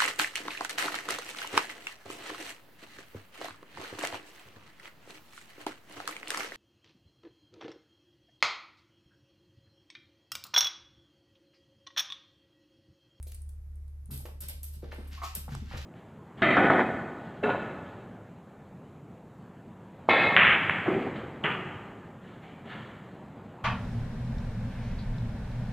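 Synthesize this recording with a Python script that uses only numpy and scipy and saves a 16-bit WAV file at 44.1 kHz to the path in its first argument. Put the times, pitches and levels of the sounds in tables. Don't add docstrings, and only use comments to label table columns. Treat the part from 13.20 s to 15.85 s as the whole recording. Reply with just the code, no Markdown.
import sys
import numpy as np
from scipy import signal
from scipy.fft import rfft, irfft
from scipy.io import wavfile
from scipy.ndimage import uniform_filter1d

SR = 44100
rng = np.random.default_rng(int(sys.argv[2]) if len(sys.argv) > 2 else 0)


def dump(signal):
    limited = np.clip(np.atleast_2d(signal).T, -1, 1)
    pcm = np.round(limited * 32767).astype(np.int16)
    wavfile.write(sys.argv[1], SR, pcm)


N = 116865

GRAIN = 0.5
CRACKLE = 0.85


def undb(db):
    return 10 ** (np.asarray(db) / 20)


def unit(x):
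    return x / np.sqrt(np.mean(x ** 2))


def colour(x, points):
    hz, db = np.array(points, float).T
    size = 16384
    f = np.maximum(np.fft.rfftfreq(size, 1 / SR), 1)
    gain = undb(np.interp(np.log(f), np.log(hz), db))
    cepstrum = irfft(np.log(gain))
    cepstrum[1:size // 2] *= 2
    cepstrum[size // 2 + 1:] = 0
    response = irfft(np.exp(rfft(cepstrum)))[:size // 2]
    return signal.fftconvolve(x, response)[:len(x)]


def shaped(x, points):
    response = colour(signal.unit_impulse(SR // 10), points)
    return colour(x, points) / np.linalg.norm(response)


def ring(x, hz, width_hz, order=1):
    low = np.hypot(hz, width_hz / 2) - width_hz / 2
    high = min(low + width_hz, SR / 2 - 1)
    band = signal.butter(order, [low, high], "band", fs=SR, output="sos")
    y = signal.sosfilt(band, x + 1e-18)
    return y * np.linalg.norm(x) / np.linalg.norm(y)


def burst(start, rise_s, decay_s, grain, crackle=0):
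    t = np.arange(N) / SR - start
    rise = np.clip(t / max(rise_s, 1e-4), 0, 1)
    env = rise * np.exp(-np.maximum(t - rise_s, 0) / decay_s)
    hold = SR // 1000
    log_sizes = grain * np.clip(rng.standard_normal(N // hold + 1), -2, 2)
    sizes = np.repeat(np.exp(log_sizes), hold)[:N]
    contacts_per_s = 1300
    hits = rng.random(N) < contacts_per_s / SR
    clicks = unit(rng.standard_normal(N) * hits)
    hiss = rng.standard_normal(N)
    contacts = np.sqrt(crackle) * clicks + np.sqrt(1 - crackle) * hiss
    return unit(env * sizes * contacts) * np.sqrt(np.mean(env ** 2))


def swing(start, hz, rise_cycles, decay_cycles):
    cycles = np.maximum(np.arange(N) / SR - start, 0) * hz
    rise = np.minimum(cycles / rise_cycles, 1)
    env = rise * np.exp(-np.maximum(cycles - rise_cycles, 0) / decay_cycles)
    return np.sqrt(2) * np.sin(2 * np.pi * cycles) * env


def walk(rate):
    k = int(SR / rate)
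    steps = np.repeat(rng.standard_normal(N // k + 1), k)
    return unit(uniform_filter1d(uniform_filter1d(steps, k), k)[:N])


def room(x, wet_db):
    # frequency_hz, difference_db
    spread_points = [(300, -28), (1200, -5), (6000, -18), (8500, 11.5), (11500, -2.5)]
    bass_t60_s, middle_t60_s, treble_t60_s = 0.9, 0.41, 0.27
    gap_s = 0.0015
    wide_hz, side_db = 1050, 3

    t = np.arange(SR * 2 // 3) / SR
    f = np.fft.rfftfreq(len(t), 1 / SR)
    bass = 1 / (1 + (f / 300) ** 4)
    treble = 1 - 1 / (1 + (f / 8000) ** 4)
    noise = rfft(rng.standard_normal((2, len(t))))
    noise[1] *= undb(side_db) * (1 - treble) * f / np.hypot(f, wide_hz)
    bands = [(bass, bass_t60_s), (1 - bass - treble, middle_t60_s), (treble, treble_t60_s)]
    tail = sum(irfft(noise * w, len(t)) * np.exp(-np.log(1000) * t / t60) for w, t60 in bands)
    tail = tail * np.clip(t / gap_s - 0.5, 0, 1)
    tail = tail / np.linalg.norm(tail[0])
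    mid, side = signal.fftconvolve(x[None], tail, axes=1)[:, :N] * undb(wet_db)
    mid = mid + x

    hz, db = np.array(spread_points).T
    spread = undb(np.interp(np.fft.rfftfreq(2 * N, 1 / SR), hz, db))
    side = side + irfft(-1j * spread * rfft(mid, 2 * N))[:N]
    return np.array([mid + side, mid - side])


def toy():
    # start_s, beads_level_db, decay_s, shell_against_beads_db
    rattles = [(0.906, -49, 0.062, -11.5), (0.937, -52, .012, -35), (1.056, -54, 0.0049, -36),
               (1.204, -43.5, 0.011, -19), (1.215, -49, 0.018, -6), (1.283, -38.5, 0.0038, -11.5),
               (1.295, -44, 0.0041, -12.5), (1.43, -41.5, 0.007, -25), (1.446, -55.5, 0.046, -17.5),
               (1.527, -58, 0.03, -9.5), (1.725, -68.5, 0.087, -2), (1.872, -63.5, 0.046, -39),
               (2.149, -32.5, 0.0052, -16)]
    # frequency_hz, density_db (per Hz)
    bead_spectrum = [(2000, -23), (7500, -13), (9000, -6.5), (10000, -16), (11500, -3.5), (12800, 1.5),
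                     (13700, -32), (15500, -17), (16500, -46)]
    # frequency_hz, density_db (per Hz)
    shell_spectrum = [(300, 13.5), (900, 3.5), (2000, 3.5), (3300, 7), (5000, 6.5), (7000, -4.5),
                      (9000, 8.5), (14000, -77)]
    beads, shell = 0, 0
    for start, db, decay, shell_db in rattles:
        bead_hits = burst(start, 0.002, decay, grain=GRAIN, crackle=CRACKLE)
        shell_hits = burst(start, 0.006, decay, grain=GRAIN, crackle=CRACKLE)
        beads = beads + undb(db) * bead_hits
        shell = shell + undb(db + shell_db) * shell_hits
    return room(shaped(beads, bead_spectrum), wet_db=-1.0) + room(shaped(shell, shell_spectrum), wet_db=5.0)


def thumps():
    # start_s, swing_level_db, pitch_hz
    footfalls = [(0.887, -44.5, 175), (0.902, -39.5, 122), (.914, -39.5, 206), (0.931, -38, 121),
                 (0.985, -58, 122), (1.225, -50.5, 138), (1.563, -47, 146), (1.632, -42, 167),
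                 (1.787, -39.5, 225), (1.927, -48.5, 200), (2.172, -40.5, 176), (2.285, -38, 169),
                 (2.318, -33.5, 144), (2.349, -38.5, 156), (2.361, -31.5, 87), (2.42, -39.5, 206),
                 (2.513, -45.5, 200), (2.539, -29.5, 88.2), (2.547, -45, 242)]
    roughness = 0.28
    out = 0
    for start, db, hz in footfalls:
        push = swing(start, hz, rise_cycles=0.855, decay_cycles=0.96)
        rough = ring(burst(start, 0.011, 2 / hz, grain=0), hz, hz, order=2)
        out = out + undb(db) * (push + roughness * rough)
    return room(out, wet_db=-6.5)


def knocks(scuff_db=-14):
    # start_s, knock_level_db, pitch_hz
    hits = [(0.067, -51, 454), (0.904, -52.5, 940), (1.002, -52.5, 634), (1.053, -39, 500),
            (1.057, -42.5, 864), (1.067, -61, 603), (1.296, -50, 600), (1.624, -56, 720),
            (1.630, -36.5, 438), (1.643, -47.5, 474), (1.719, -37, 1570), (1.727, -38.5, 616),
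            (1.782, -42, 406), (2.280, -38, 747), (2.291, -44, 1480), (2.321, -40.5, 1630),
            (2.512, -39, 950), (2.521, -37.5, 1690), (2.537, -38, 585), (2.548, -37.5, 1390),
            (2.571, -47.5, 467), (2.59, -47.5, 633)]
    out = 0
    for start, db, hz in hits:
        knock = swing(start, hz, rise_cycles=0.9, decay_cycles=0.75)
        scuff = ring(burst(start, 0.0031, 0.017, grain=GRAIN), hz, hz, order=2)
        out = out + undb(db) * (knock + undb(scuff_db) * scuff)
    return room(out, wet_db=-3)


def skids(width=1.72):
    # start_s, level_db (before the final filter), rise_s, decay_s, centre_hz
    slides = [(0.065, -48, 0.0078, 0.03, 6400), (1.053, -44.5, 0.0032, 0.015, 2600),
              (1.62, -54.5, 0.0038, 0.09, 2260), (1.709, -42.5, 0.015, 0.0042, 2070),
              (1.77, -57, 0.012, 0.43, 1480), (1.909, -43.5, 0.023, 0.054, 2860),
              (2.016, -35.5, 0.027, 0.036, 3700), (2.279, -46.5, 0.048, 0.061, 3240),
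              (2.429, -47.5, 0.099, 0.17, 2290), (2.511, -46, 0.0035, 0.042, 2000),
              (2.561, -39, 0.015, 0.038, 3200)]
    out = 0
    for start, db, rise, decay, hz in slides:
        friction = burst(start, rise, decay, grain=GRAIN, crackle=CRACKLE / 2)
        out = out + undb(db) * ring(friction, hz, hz * width, order=2)
    out = colour(out, [(1000, -5.5), (7000, -12.0), (10000, -21), (12500, 1), (14000, -19)])
    return room(out, wet_db=-3)


def scrapes():
    # start_s, rub_level_db (before the resonances), rise_s, decay_s
    strokes = [(1.97, -46.5, 0.008, 0.023), (2.014, -32.5, 0.004, 0.0086), (2.03, -33, 0.0035, 0.021)]
    # centre_hz, width_hz, relative_level_db
    hollow = [(377, 190, -12), (714, 45, -3.5), (777, 70, 0), (930, 140, 1.5), (1094, 132, 7),
              (1268, 50, 1), (2100, 330, -6)]
    rub = 0
    for start, db, rise, decay in strokes:
        rub = rub + undb(db) * burst(start, rise, decay, grain=GRAIN, crackle=CRACKLE)
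    body = sum(undb(db - 11.5) * ring(rub, hz, width, order=2) for hz, width, db in hollow)
    return room(body, wet_db=-6.5)


def snap():
    start_s, pitch_hz = 2.3505, 1040
    board = swing(start_s, pitch_hz, rise_cycles=0.95, decay_cycles=0.28)
    crack = ring(burst(start_s, 0.0004, 0.0012, grain=0), 5800, 4100, order=2)
    return room(undb(-31.5) * board + undb(-41) * crack, wet_db=-11)


def ticks():
    # start_s, tip_level_db, body_against_tip_db
    taps = [(0.0268, -48, -7.5), (0.079, -53, -17), (0.118, -51.5, 0), (0.145, -50.5, -6.5),
            (0.217, -57, -27), (0.2901, -55, -8), (.556, -67, -16), (0.679, -70, -4), (.857, -60.5, -11)]
    # frequency_hz, density_db (per Hz)
    tip_spectrum = [(2000, -34), (6500, -8), (9000, 3.5), (12300, -2), (14000, -9), (17000, -22)]
    tips, body = 0, 0
    for start, db, body_db in taps:
        tips = tips + undb(db) * burst(start, 0.0014, 0.0025, grain=GRAIN)
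        body = body + undb(db + body_db) * burst(start, 0.0028, 0.0027, grain=GRAIN)
    return room(shaped(tips, tip_spectrum) + ring(body, 5000, 10000, order=1), wet_db=-3.5)


def background():
    # frequency_hz, level_db (of the steady part, right channel)
    tones = [(38.6, -51.5), (72.6, -43.5)]
    # frequency_hz, density_db (per Hz)
    air_spectrum = [(20, -30), (48, 5), (80, 1.5), (120, -1), (200, -18.5), (400, -24.5), (1000, -34.5),
                    (2100, -38), (3000, -44.5), (9000, -45.5), (12500, -38.5), (14000, -62.5)]
    waver, waver_per_s = 0.15, 22
    air_db, side_db = -56.5, -7
    t = np.arange(N) / SR
    hum = 0
    for hz, db in tones:
        wander = 1 + waver * (walk(waver_per_s) + 1j * walk(waver_per_s))
        carrier = np.exp(2j * np.pi * (hz * t + rng.random()))
        hum = hum + undb(db) * np.sqrt(2) * np.real(wander * carrier)
    mid, side = (undb(air_db) * shaped(rng.standard_normal(N), air_spectrum) for _ in range(2))
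    side = undb(side_db) * colour(side, [(70, -3), (200, -2.5), (1500, 7.0)])
    return np.array([hum * undb(0.03) + mid + side, hum + mid - side])


def scene():
    return toy() + thumps() + knocks() + skids() + scrapes() + snap() + ticks() + background()


def record(dry):
    low_pass = signal.ellip(8, 0.2, 70, 16300, fs=SR, output="sos")
    return signal.sosfilt(low_pass, dry)


dry = scene()
out = record(dry)
dump(out)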